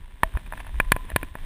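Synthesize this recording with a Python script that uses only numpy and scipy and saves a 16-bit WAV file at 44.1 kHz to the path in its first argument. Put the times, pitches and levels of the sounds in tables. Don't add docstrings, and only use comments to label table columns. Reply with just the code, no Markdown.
import sys
import numpy as np
from scipy import signal
from scipy.fft import rfft, irfft, next_fast_len
from scipy.io import wavfile
from scipy.ndimage import map_coordinates

SR = 44100
rng = np.random.default_rng(int(sys.argv[2]) if len(sys.argv) > 2 else 0)


def digitize_waveform(pressure):
    field = np.atleast_2d(pressure).T
    bounded = np.clip(field, -1, 1)
    quanta = np.round(bounded * 32767).astype(np.int16)
    wavfile.write(sys.argv[1], SR, quanta)


N = 63945


def amp(db):
    return 10 ** (np.asarray(db) / 20)


def unit_rms(x):
    return x / np.sqrt(np.mean(x ** 2) + 1e-20)


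def envelope(rows):
    return amp(np.interp(np.arange(N) / SR, *np.transpose(rows)))


def wobble(knots_per_s):
    knots = rng.standard_normal(int(N * knots_per_s / SR) + 4)
    return map_coordinates(knots, [np.arange(N) * knots_per_s / SR])


def filtered(x, response):
    size = 2 * next_fast_len(len(x))
    return irfft(rfft(x, size) * response(np.fft.rfftfreq(size, 1 / SR)), size)[:len(x)]


def coloured(x, spectrum):
    def response(f):
        hz, db = np.transpose(spectrum)
        gain = amp(np.interp(np.log(f + 1), np.log(hz + 1), db))
        cepstrum = irfft(np.log(gain))
        half = len(cepstrum) // 2
        cepstrum[1:half] *= 2
        cepstrum[half + 1:] = 0
        return np.exp(rfft(cepstrum))
    return filtered(x, response)


def resonance(f, hz, width_hz):
    return 1j * f * width_hz / (hz * hz - f * f + 1j * f * width_hz)


def add(track, start_s, sound):
    part = track[max(0, round(start_s * SR)):][:len(sound)]
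    part += sound[:len(part)]


# f/Hz, level/dB
WIND_SPECTRUM = [(12, -9), (25, 9.5), (55, -5.5), (90, -13), (150, -22), (250, -32), (500, -48.5),
                 (1500, -65)]
# t/s, level/dB
WIND_LEVEL = [(0, -31.5), (0.1, -46.5), (0.19, -45.5), (0.25, -29.5), (0.31, -42.5), (0.44, -35),
              (0.49, -36.5), (0.58, -35), (0.69, -34.5), (0.82, -28), (0.94, -34), (1.04, -37), (1.17, -32),
              (1.28, -37), (1.33, -47.5), (1.45, -32)]


def wind():
    return unit_rms(coloured(rng.standard_normal(N), WIND_SPECTRUM)) * envelope(WIND_LEVEL)


# f/Hz, level/dB
GRIT_SPECTRUM = [(150, -33), (600, -2.5), (1000, 9), (1300, -1.5), (1750, 5), (2700, -0.5), (3700, -11.5),
                 (6000, -23.5), (8500, -22), (10200, -4.5), (12000, -33), (14000, -25), (15600, -29)]


def grit(stones_per_s, spread_db=4):
    clicks = (rng.random(N) < stones_per_s / SR) * rng.choice([-1, 1], N)
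    strength = amp(spread_db * np.minimum(rng.exponential(size=N), 3))
    return unit_rms(coloured(clicks * strength, GRIT_SPECTRUM))


# f/Hz, level/dB
RUSH_SPECTRUM = [(100, 10), (250, 9.5), (450, 0.5), (650, 0.5), (820, -12), (1000, 2), (1300, -7),
                 (1750, 1.5), (2200, -3.5), (2600, -4), (3600, -2), (4400, -17), (6000, -21), (7500, -20),
                 (8800, -7), (10000, -26.5), (11800, -22.5), (13000, -19), (14400, -11), (15200, -17),
                 (15800, -45)]
# t/s, relative level/dB
TYRE_LEVEL = [(0, -61.5), (0.19, -60), (0.29, -54), (0.40, -56), (0.50, -56), (0.555, -53.5), (0.60, -52.5),
              (0.64, -57.5), (0.78, -53), (0.90, -54), (1.05, -54), (1.16, -56), (1.25, -53), (1.32, -59.5),
              (1.38, -54.5), (1.45, -52.5)]


def tyres(rush_db=3, flutter_db=0.9, grit_db=-0.5):
    rush = unit_rms(coloured(rng.standard_normal(N), RUSH_SPECTRUM))
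    rush *= amp(rush_db + flutter_db * wobble(knots_per_s=44.94))
    return envelope(TYRE_LEVEL) * (rush + amp(grit_db) * grit(stones_per_s=250))


# centre t/s, length/s, f/Hz, envelope peak/dB
BUMPS = [(0.143, 0.044, 64.4, -38), (0.357, 0.039, 50.6, -15), (0.362, 0.055, 103, -34),
         (0.755, 0.065, 55.5, -22.5), (0.789, 0.056, 44.4, -25), (0.895, 0.11, 31.3, -22),
         (0.948, 0.016, 50.4, -19), (1.049, 0.007, 281, -40), (1.145, .04, 52, -21.5),
         (1.168, 0.0093, 113, -25.5), (1.236, 0.017, 265, -30.5), (1.319, 0.036, 62, -32.5)]


def bumps():
    out = np.zeros(N)
    for centre_s, length_s, hz, db in BUMPS:
        t = np.arange(-length_s / 2, length_s / 2, 1 / SR)
        window = np.cos(np.pi * t / length_s) ** 2
        add(out, centre_s - length_s / 2, -amp(db) * window * np.sin(2 * np.pi * hz * t))
    return out


# f/Hz, level/dB
SCRAPE_SPECTRUM = [(200, -28), (1000, -22), (2300, 18), (3200, 9), (4600, -4.5), (6000, -25), (8000, 1.5),
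                   (10000, 6), (12000, -3), (14200, 10.5), (15500, -14), (16500, -18)]


def blows(hits, modes, ring_partials, gain_db, scatter_db):
    shove_hz, shove_width_hz, shove_base_db = 118, 151, -3.5
    scrape_db, scrape_t60_s, scrape_rise_s = -11.5, 0.016, 0.0012
    waver_db, waver_per_s = 2.5, 60
    out, t = np.zeros(N), np.arange(SR // 2) / SR
    pulse = signal.unit_impulse(len(t))
    shove = filtered(pulse, lambda f: resonance(f, shove_hz, shove_width_hz))
    shove = coloured(shove, [(700, -0.5), (3000, -6.5), (6000, -45.5)])
    for start_s, level_db, mids_db, treble_db, shove_db in hits:
        offset_db = scatter_db * rng.standard_normal(len(modes))
        body = np.zeros(len(t))
        for k, (hz, width_hz, db) in enumerate(modes):
            mode = filtered(pulse, lambda f: resonance(f, hz, width_hz) ** 2)
            body += (-1) ** k * amp(db + offset_db[k]) * mode
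        scrape = unit_rms(coloured(rng.standard_normal(len(t)), SCRAPE_SPECTRUM))
        scrape *= amp(scrape_db - 60 * t / scrape_t60_s) * (1 - np.exp(-t / scrape_rise_s))
        ring = sum(amp(db - 60 * t / t60_s) * np.sin(2 * np.pi * hz * t)
                   for hz, db, t60_s in ring_partials)
        ring *= amp(waver_db * wobble(waver_per_s)[:len(t)])
        hit = amp(gain_db) * (body - amp(shove_base_db + shove_db) * shove) + scrape + ring
        tone = [(1100, 0), (1800, mids_db), (2600, mids_db),
                (4200, treble_db), (7500, treble_db), (10000, 0.33 * treble_db)]
        add(out, start_s, amp(level_db) * coloured(hit, tone))
    return out


# t/s, relative level/dB, mids/dB, treble/dB, shove/dB
RAPS = [(0.2331, -3.5, 2.5, -4.5, 2), (1.1013, -19, -5.5, -0.5, -24)]
# f/Hz, stage width/Hz, level/dB
RAP_MODES = [(617, 340, -14.5), (980, 334, -1.5), (1811, 269, 3), (2350, 330, -15), (3240, 540, -11),
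             (4040, 190, -29), (8600, 260, -24.5), (10220, 400, -15), (13440, 300, -16)]
# f/Hz, level/dB, t60/s
SHORT_RING = [(650, -28, .13), (1000, -43, .15), (11400, -50, .09), (12700, -54, .09)]


def raps():
    return blows(RAPS, RAP_MODES, SHORT_RING, gain_db=28, scatter_db=3.5)


# t/s, relative level/dB, mids/dB, treble/dB, shove/dB
TICKS = [(0.3385, -30.5, -4, -8, -14), (0.3525, -23.5, -18, -24, -2), (0.3715, -23, 4, 0, 10.5),
         (0.4620, -39, 9.5, 7, -3), (0.4755, -33.5, -13, -7, 4), (0.5233, -14, -9.5, -20, -14),
         (0.5348, -25, -1, -19, 2), (0.5760, -23.5, -1.5, -16, -18), (0.6010, -30, 6.5, 1.5, 2),
         (0.6462, -27, -5, -21, -11), (0.6668, -30, 4.5, 3, -10), (0.6925, -29.5, -14, -16, -8),
         (0.7425, -37, 0, -14, -34), (1.1175, -28.5, 4.5, -4, 11.5), (1.3533, -18.5, -6.5, -11, 4)]
# f/Hz, stage width/Hz, level/dB
TICK_MODES = [(677, 270, -9), (970, 260, -2), (1540, 600, -9.5), (1780, 286, -0.5), (2450, 127, -9.5),
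              (3670, 170, -13.5), (10420, 810, -18), (12870, 700, -24)]


def ticks():
    return blows(TICKS, TICK_MODES, SHORT_RING, gain_db=27.5, scatter_db=4)


# centre t/s, length/s, level/dB
CRUNCHES = [(0.367, 0.02, -58), (0.382, 0.06, -52.5), (0.602, 0.025, -40.5), (0.669, .03, -45.5),
            (1.108, 0.038, -46.5)]


def crunches():
    t = np.arange(N) / SR
    swells = sum(amp(db) * np.exp(-(2 * (t - centre_s) / length_s) ** 2)
                 for centre_s, length_s, db in CRUNCHES)
    return swells * grit(stones_per_s=900)


# t/s, relative level/dB, mids/dB, treble/dB, shove/dB
CLACKS = [(0.8003, -6, 4, -8, -1), (0.9192, -3.5, 4.5, 8.5, 3), (0.9635, -16, -5.5, -13, 3.5),
          (1.1612, -5, 1.5, 2, 2.5), (1.2298, -20, 0, -7, 6)]
# f/Hz, stage width/Hz, level/dB
CLACK_MODES = [(634, 400, -8.5), (1033, 220, -2), (1486, 297, -5.5), (1725, 170, -1.5), (2000, 267, -11.5),
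               (2423, 233, -5), (3185, 790, -20), (3914, 310, -24), (4415, 330, -20), (7670, 660, -26.5),
               (9620, 260, -9), (10780, 210, -16.5), (13960, 590, -27.5), (14320, 340, -13)]
# f/Hz, level/dB, t60/s
FRAME_RING = [(1010, -38, .45), (1034, -42, .35), (1740, -47, .15), (10990, -57, .45), (13010, -57, .45)]


def clacks():
    return blows(CLACKS, CLACK_MODES, FRAME_RING, gain_db=30, scatter_db=2)


def scene():
    return (clacks() + raps() + ticks() + bumps() + tyres() + crunches() + wind())[None]


def record(dry):
    ceiling, knee = 0.85, 6
    rolloff_hz, limit_hz = 15600, 16500
    soft = dry / (1 + np.abs(dry / ceiling) ** knee) ** (1 / knee)
    return np.array([filtered(x, lambda f: (f < limit_hz) / (1 + (f / rolloff_hz) ** 80)) for x in soft])


dry = scene()
out = record(dry)
digitize_waveform(out)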